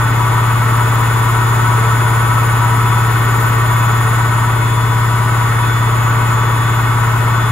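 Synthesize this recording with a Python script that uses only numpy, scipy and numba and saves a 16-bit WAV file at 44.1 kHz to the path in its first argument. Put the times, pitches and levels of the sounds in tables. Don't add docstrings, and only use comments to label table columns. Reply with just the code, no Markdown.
import sys
import numpy as np
from scipy import signal
from scipy.fft import irfft, next_fast_len
from scipy.io import wavfile
from numba import njit

SR = 44100
rng = np.random.default_rng(int(sys.argv[2]) if len(sys.argv) > 2 else 0)


def transcribe(signal):
    frames = np.atleast_2d(signal).T
    limited = np.clip(frames, -1, 1)
    pcm = np.round(limited * 32767).astype(np.int16)
    wavfile.write(sys.argv[1], SR, pcm)


def boost(x):
    u = np.asarray(x, float) / 20
    return 10 ** u


N = 331191
HOP = 128

# t/s, f/Hz
MOTOR_SPEED = [
    (0.0, 192.575),
    (1.2, 192.548),
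    (2.2, 192.484),
    (3.25, 192.53),
    (3.75, 192.546),
    (4.5, 192.545),
    (5.5, 192.573),
    (7.51, 192.584),
]
# t/s, nearness level/dB
NEARNESS = [
    (0.0, 0.0),
    (1.7, 0.65),
    (2.5, 0.76),
    (3.75, 0.36),
    (4.4, 0.0),
    (5.3, -0.34),
    (6.2, -0.4),
    (7.51, -0.66),
]
# drum order [1], left level/dB, right level/dB
CABINET_ORDERS = [(1, -48.3, -50.3), (2, -39.3, -40.3), (3, -34.8, -37.2), (4, -33.7, -34.2),
                  (5, -35.6, -35.0), (6, -29.6, -31.2), (7, -12.8, -14.7), (8, -36.4, -38.2),
                  (9, -31.2, -31.4), (10, -43.9, -45.2), (11, -39.4, -42.5), (13, -40.4, -43.4),
                  (19, -40.7, -41.2), (23, -42.6, -41.2)]
# multiple [1], drum sideband [1], left level/dB, right level/dB
INNER_RACE = [(5, 0, -40, -42), (11, 0, -31, -37), (12, 1, -34, -46), (13, -2, -35, -39),
              (13, -1, -36, -40), (13, 0, -34, -29), (14, -1, -37, -41), (14, 0, -37, -36),
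              (15, -1, -38, -41), (15, 0, -34, -37), (15, 1, -39, -43), (16, 0, -38, -42),
              (16, 1, -37, -46), (17, 0, -34, -41), (17, 1, -38, -35), (11, -2, -40, -46),
              (12, -1, -41, -56), (21, 0, -44, -50), (21, 1, -45, -47), (22, 1, -45, -46)]
# multiple [1], drum sideband [1], left level/dB, right level/dB
OUTER_RACE = [(17, -2, -38, -43), (17, 2, -37, -48), (18, 1, -41, -42), (20, -2, -36, -50),
              (20, 0, -43, -39), (22, -1, -34, -32), (22, 0, -45, -34), (25, -2, -39, -40),
              (25, 0, -33, -40), (30, -2, -44, -42), (30, 0, -41, -48), (31, -1, -43, -41),
              (31, 0, -38, -42), (33, -1, -44, -45)]
# f/Hz, left level/dB, right level/dB
STEADY_TONES = [(200.0, -44, -46), (300.0, -47, -51), (350.0, -47, -46), (358.0, -45, -46),
                (450.0, -47, -49), (776.0, -44, -45), (792.5, -44, -46), (835.5, -41, -48),
                (852.0, -39, -41), (890.0, -33, -34), (911.5, -47, -41), (1091.0, -40, -38),
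                (1150.5, -44, -40), (1262.5, -47, -41)]
# motor order [1], left level/dB, right level/dB
SHAFT_ORDERS = [(15, -48, -49), (18, -40, -39), (20, -45, -51), (22, -49, -61), (26, -50, -59),
                (32, -53, -60), (33, -51, -55), (34, -46, -56), (35, -52, -57), (36, -37, -41),
                (37, -46, -52), (38, -52, -46), (39, -52, -56), (40, -53, -56), (41, -51, -50),
                (44, -49, -55), (54, -42, -36), (55, -52, -53), (59, -53, -51), (62, -53, -51),
                (63, -50, -54), (64, -49, -57), (72, -39, -47)]
# left and right follow of nearness [dB per dB], sway level/dB, sway period [s], a sway top t/s
SLOT_SWAY = [
    (0.0, -2.0, 3.2, .93, 4.8),
    (1.2, 1.0, 1.5, 2.3, 6.2),
    (1.2, 3.0, 1.2, 1.6, 3.9),
    (1.5, 2.0, 1.5, 2.9, 6.4),
]
# lower level/dB, lower drum angle [rad], upper level/dB, upper drum angle [rad]
SLOT_SIDEBANDS = [
    [(-6, -2.0, -8, -1.5), (-16, -1.9, -11, -.1)],
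    [(-16, -1.0, -7, 2.6), (-5, 1.5, -5, 2.1)],
    [(4, 2.2, 6, -.9), (-12, 2.1, -8, 2.2)],
    [(9, -2.1, 0, 2.9), (-6, -1.9, -5, .6)],
]
SLOT_PHASE_LEAD = [.8, .4, -1.5, -1.4]
# f/Hz, level/dB per Hz
ROAR_SPECTRUM = [(5, -95), (22, -79), (45, -67), (110, -61), (220, -64.5), (350, -59.5), (550, -65),
                 (800, -57), (1200, -55), (1520, -60), (1600, -60.5), (2050, -64), (2400, -68.5),
                 (3300, -68.5), (4200, -83)]
# f/Hz, level/dB per Hz
HISS_SPECTRUM = [(3000, -109), (4200, -77), (5000, -78), (6500, -81), (7000, -75.5), (8000, -83),
                 (9500, -83), (10400, -81), (11000, -80), (13000, -81), (14000, -84), (14600, -82),
                 (16000, -80)]
# f/Hz, width [Hz], level/dB per Hz, left minus right level/dB
TUB_RESONANCES = [(268.5, 25, -56, -0.5), (445, 22, -54.5, -1), (616.6, 46, -57, 0),
                  (973.7, 32, -44.5, 7.5), (1044, 65, -55, -12.5), (1134, 67, -51, 7),
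                  (1303, 54, -48.5, -1), (1414, 22, -59.5, 20), (1494, 46, -48.5, -1), (1848, 85, -58, 10),
                  (1970, 24, -55, -2), (2182, 130, -57.5, -1.5), (2548, 52, -60, 7), (2910, 43, -67, 2)]
# f/Hz, correlation [1]
PORT_LIKENESS = [(60, 0.68), (200, 0.87), (400, 0.92), (800, 0.48), (1500, 0.91), (3000, 0.35),
                 (8000, 0.23)]
# f/Hz, level/dB
PORT_LEAN = [(60, -1), (400, 4), (1000, 1.5), (3000, 1.8), (5000, 0), (8500, 14), (10500, -6), (12000, 5),
             (15000, 14)]

BELT_RATIO, START_ANGLE = 11.6555, -.263
BALLS, INNER_PER_TURN = 9, 5.3718
EDGE_HZ, RIGHT_LAG = 15725, 3
HUM_FOLLOW, ROAR_FOLLOW, HISS_FOLLOW, THROB_FOLLOW = 0.64, 0.68, 1.7, 1.8
BEAT_DB, BEAT_S, BEAT_TOP_S = 0.33, 1.07, .7
SHADE_S, SHADE_WIDTH_S, SHADE_DB = 4.85, .4, -1.4
HISS_SWELL_S, HISS_SWELL_WIDTH_S, HISS_SWELL_DB = 5.5, .35, 1
DRUM_DB, DRUM_FALL_DB, DRUM_SCATTER_DB = -44, -.45, 2.5
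FAINT_DB, FAINT_SCATTER_DB = -49, 2.0
SHAFT_DB, SHAFT_FALL_DB, SHAFT_SCATTER_DB = (-54.5, -57.5), -.05, 2.5
TREMBLE_HZ, TREMBLE_S, TREMBLE_GROW_S = 3.2, 3.2, .6
CALM, SHAKEN = .06, .24


def read(points, hz):
    f, value = np.transpose(points)
    return np.interp(np.log(hz + 1), np.log(f + 1), value)


def nearness(t):
    return np.interp(t, *np.transpose(NEARNESS))


def tub_load(t):
    shade_db = SHADE_DB * np.exp(-((t - SHADE_S) / SHADE_WIDTH_S) ** 2)
    return boost(ROAR_FOLLOW * nearness(t) + shade_db)


def wander(count, width_hz):
    frames = N // HOP + 2
    z = rng.standard_normal((count, 2, frames)) + 1j * rng.standard_normal((count, 2, frames))
    hz = np.fft.fftfreq(frames, HOP / SR)
    z = np.fft.ifft(np.fft.fft(z) / (1 + (hz / width_hz) ** 2))
    return z / np.sqrt(np.mean(abs(z) ** 2, -1, keepdims=True))


@njit
def tones(angle, size, hop):
    out = np.zeros((2, hop * angle.shape[1]))
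    for k in range(angle.shape[0]):
        for f in range(angle.shape[1] - 1):
            now = np.exp(1j * angle[k, f])
            step = np.exp(1j * (angle[k, f + 1] - angle[k, f]) / hop)
            for i in range(hop):
                for c in range(2):
                    change = size[k, c, f + 1] - size[k, c, f]
                    out[c, f * hop + i] += (now * (size[k, c, f] + change * i / hop)).real
                now *= step
    return out


def sing(angle, db, shape):
    return tones(angle, np.sqrt(2) * boost(db)[:, :, None] * shape, HOP)[:, :N]


def unsteady(hz, share, width_hz, spread=2.5):
    apart = np.minimum(hz / 900, spread)[:, None, None] * rng.standard_normal((len(hz), 2, 1))
    path = np.exp(1j * (2 * np.pi * rng.random((len(hz), 1, 1)) + apart))
    share = np.clip(share, 0, 1)
    return path * (np.sqrt(1 - share) + np.sqrt(share) * wander(count=len(hz), width_hz=width_hz))


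def orders(first, last, strong, rule_db, scatter_db):
    order = np.arange(first, last + 1.)
    db = rule_db(order) + scatter_db * np.clip(rng.standard_normal((len(order), 2)), -2, 1)
    for k, *ports in strong:
        db[order == k] = ports
    return order, *db.T


def noise(power, hz):
    a, b, c, d = rng.standard_normal((len(hz), 4)).T
    same = np.clip(read(PORT_LIKENESS, hz), -1, 1)
    left = a + 1j * b
    right = same * left + np.sqrt(1 - same ** 2) * (c + 1j * d)
    size = 2 * len(hz) - 2
    return irfft(np.array([left, right]) * np.sqrt(power * SR * size / 4), size)[:, :N]


def tub_roar(t, drum):
    hz = np.fft.rfftfreq(next_fast_len(N // 2 + 1) * 2, 1 / SR)
    time = np.arange(N) / SR
    drum_angle = np.interp(time, t, drum)
    lean = boost(np.outer([.5, -.5], read(PORT_LEAN, hz))) ** 2

    high_fall_db = 40 * np.log2(np.maximum(hz / 4200, 1))
    body = boost(read(ROAR_SPECTRUM, hz) - high_fall_db) ** 2 * lean
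    for f, width, db, lean_db in TUB_RESONANCES:
        peak = boost(db + np.array([[.5], [-.5]]) * lean_db) ** 2
        body = body + peak / (1 + (2 * (hz - f) / width) ** 2) ** 2
    roar = noise(body, hz) * tub_load(time) * (1 + .1 * np.cos(drum_angle - 2.1))

    air = boost(read(HISS_SPECTRUM, hz)) ** 2 * lean * (hz > 3000)
    hiss = noise(air, hz) * (1 + 0.076 * np.cos(drum_angle + 3.0))
    gusts_db = 1.2 * wander(count=1, width_hz=4.5)[0].real
    swell_db = HISS_SWELL_DB * np.exp(-((t - HISS_SWELL_S) / HISS_SWELL_WIDTH_S) ** 2)
    gusts_db = gusts_db + HISS_FOLLOW * nearness(t) + swell_db
    hiss = hiss * boost([np.interp(time, t, g) for g in gusts_db])
    return boost(2.5) * roar + boost(0.5) * hiss


def bearings(t, drum):
    rows = np.array(INNER_RACE + OUTER_RACE, float)
    per_turn = np.repeat([INNER_PER_TURN, BALLS - INNER_PER_TURN], [len(INNER_RACE), len(OUTER_RACE)])
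    faint = rows - [0.031, 2, 0, 0]
    faint[:, 2:] = FAINT_DB + FAINT_SCATTER_DB * rng.standard_normal((len(rows), 2))
    rows, per_turn = np.vstack([rows, faint]), np.tile(per_turn, 2)
    passes = (rows[:, 0] * per_turn + rows[:, 1])[:, None] * drum
    steady = np.array(STEADY_TONES)
    angle = np.vstack([passes, 2 * np.pi * steady[:, :1] * t])
    db = np.vstack([rows[:, 2:], steady[:, 1:]])
    hz = (angle[:, -1] - angle[:, 0]) / (2 * np.pi * t[-1])
    return sing(angle, db, tub_load(t) * unsteady(hz, share=.2, width_hz=.9, spread=.6))


def motor_whine(t, motor, drum):
    def rule_db(k):
        return np.add(SHAFT_DB, SHAFT_FALL_DB * (k[:, None] - 14))

    order, *db = orders(14, 81, SHAFT_ORDERS, rule_db, SHAFT_SCATTER_DB)
    full_hz = MOTOR_SPEED[0][1]
    hz, turn = order * full_hz, np.exp(1j * drum)
    chance = np.exp(2j * np.pi * rng.random((6, len(order), 2, 1)))
    swing = (.011 * order)[:, None, None]
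    near = swing * (chance[0] / turn + chance[1] * turn)
    far = 0.26 * swing * (chance[2] / turn ** 2 + chance[3] * turn ** 2)
    far = far + 0.13 * swing * (chance[4] / turn ** 3 + chance[5] * turn ** 3)

    swell = np.ones(near.shape, complex)
    tremble = CALM + (SHAKEN - CALM) / (1 + np.exp((TREMBLE_S - t) / TREMBLE_GROW_S))
    slots = zip((18, 36, 54, 72), SLOT_SWAY, SLOT_SIDEBANDS, SLOT_PHASE_LEAD)
    for k, (*follow, sway_db, period, top), ports, lead in slots:
        sway = sway_db * tremble / SHAKEN * np.cos(2 * np.pi * (t - top) / period)
        level_db = np.outer(follow, nearness(t)) + sway
        below_db, below, above_db, above = np.transpose(ports)[:, :, None]
        lower = boost(below_db) * np.exp(1j * below) / turn
        upper = boost(above_db) * np.exp(1j * above) * turn
        near[order == k] = lower + upper
        lag_phase = 2 * np.pi * k * full_hz * RIGHT_LAG / SR
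        swell[order == k] = boost(level_db) * np.exp(1j * np.array([[lead], [lag_phase]]))

    depth = boost(THROB_FOLLOW * nearness(t)) * (.95 + .25 * wander(count=len(hz), width_hz=1.5))
    throb = 1 + (near + far) * depth
    throb = throb / np.sqrt(np.mean(abs(throb) ** 2, -1, keepdims=True))
    flutter = (wander(count=len(hz), width_hz=1.) * np.exp(2j * np.pi * TREMBLE_HZ * t)).real
    swell = swell * (1 + tremble * flutter)
    is_slot = order % 18 == 0
    share = .06 - .045 * is_slot[:, None, None]
    paths = unsteady(hz, share=share, width_hz=2.5, spread=1.3 * ~is_slot)
    return sing(order[:, None] * motor, np.transpose(db), throb * swell * paths)


def drum_hum(t, drum):
    def rule_db(k):
        return DRUM_DB + DRUM_FALL_DB * (k[:, None] - 12) - [0, 1.8]

    order, *db = orders(1, 32, CABINET_ORDERS, rule_db, DRUM_SCATTER_DB)
    below = np.maximum(6 - order, 0)
    floor_mode = 3.7 / (1 + np.exp((2.15 - below) / .3))
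    shift = .75 * np.maximum(order - 8.5, 0) - 1.05 * below - floor_mode
    shift = shift + 2 * np.pi * rng.random(len(order)) * (order > 13)
    depth = np.minimum(0.0011 * order ** 2, .6)[:, None, None]
    shape = 1 + depth * wander(count=len(order), width_hz=2.0)[:, :1]
    shape = np.repeat(shape, 2, 1)
    beat_db = BEAT_DB * np.cos(2 * np.pi * (t - BEAT_TOP_S) / BEAT_S)
    shape[order == 7] = boost(HUM_FOLLOW * nearness(t) + beat_db)
    return sing(order[:, None] * drum + shift[:, None], np.transpose(db), shape)


def scene():
    t = np.arange(N // HOP + 2) * HOP / SR
    speed = np.interp(t, *np.transpose(MOTOR_SPEED))
    motor = 2 * np.pi * (np.cumsum(speed) - speed[0]) * HOP / SR
    drum = motor / BELT_RATIO + START_ANGLE
    return tub_roar(t, drum) + bearings(t, drum) + motor_whine(t, motor, drum) + drum_hum(t, drum)


def top_cut(x):
    return signal.sosfilt(signal.butter(12, 15720, fs=SR, output="sos"), x)


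def record(dry):
    late = np.array([dry[0], np.roll(dry[1], RIGHT_LAG)])
    edge = signal.firwin(1023, EDGE_HZ, window=("kaiser", 9), fs=SR)
    mix = signal.oaconvolve(np.clip(late, -1, 1), edge[None], "same")
    return top_cut(mix)


dry = scene()
out = record(dry)
transcribe(out)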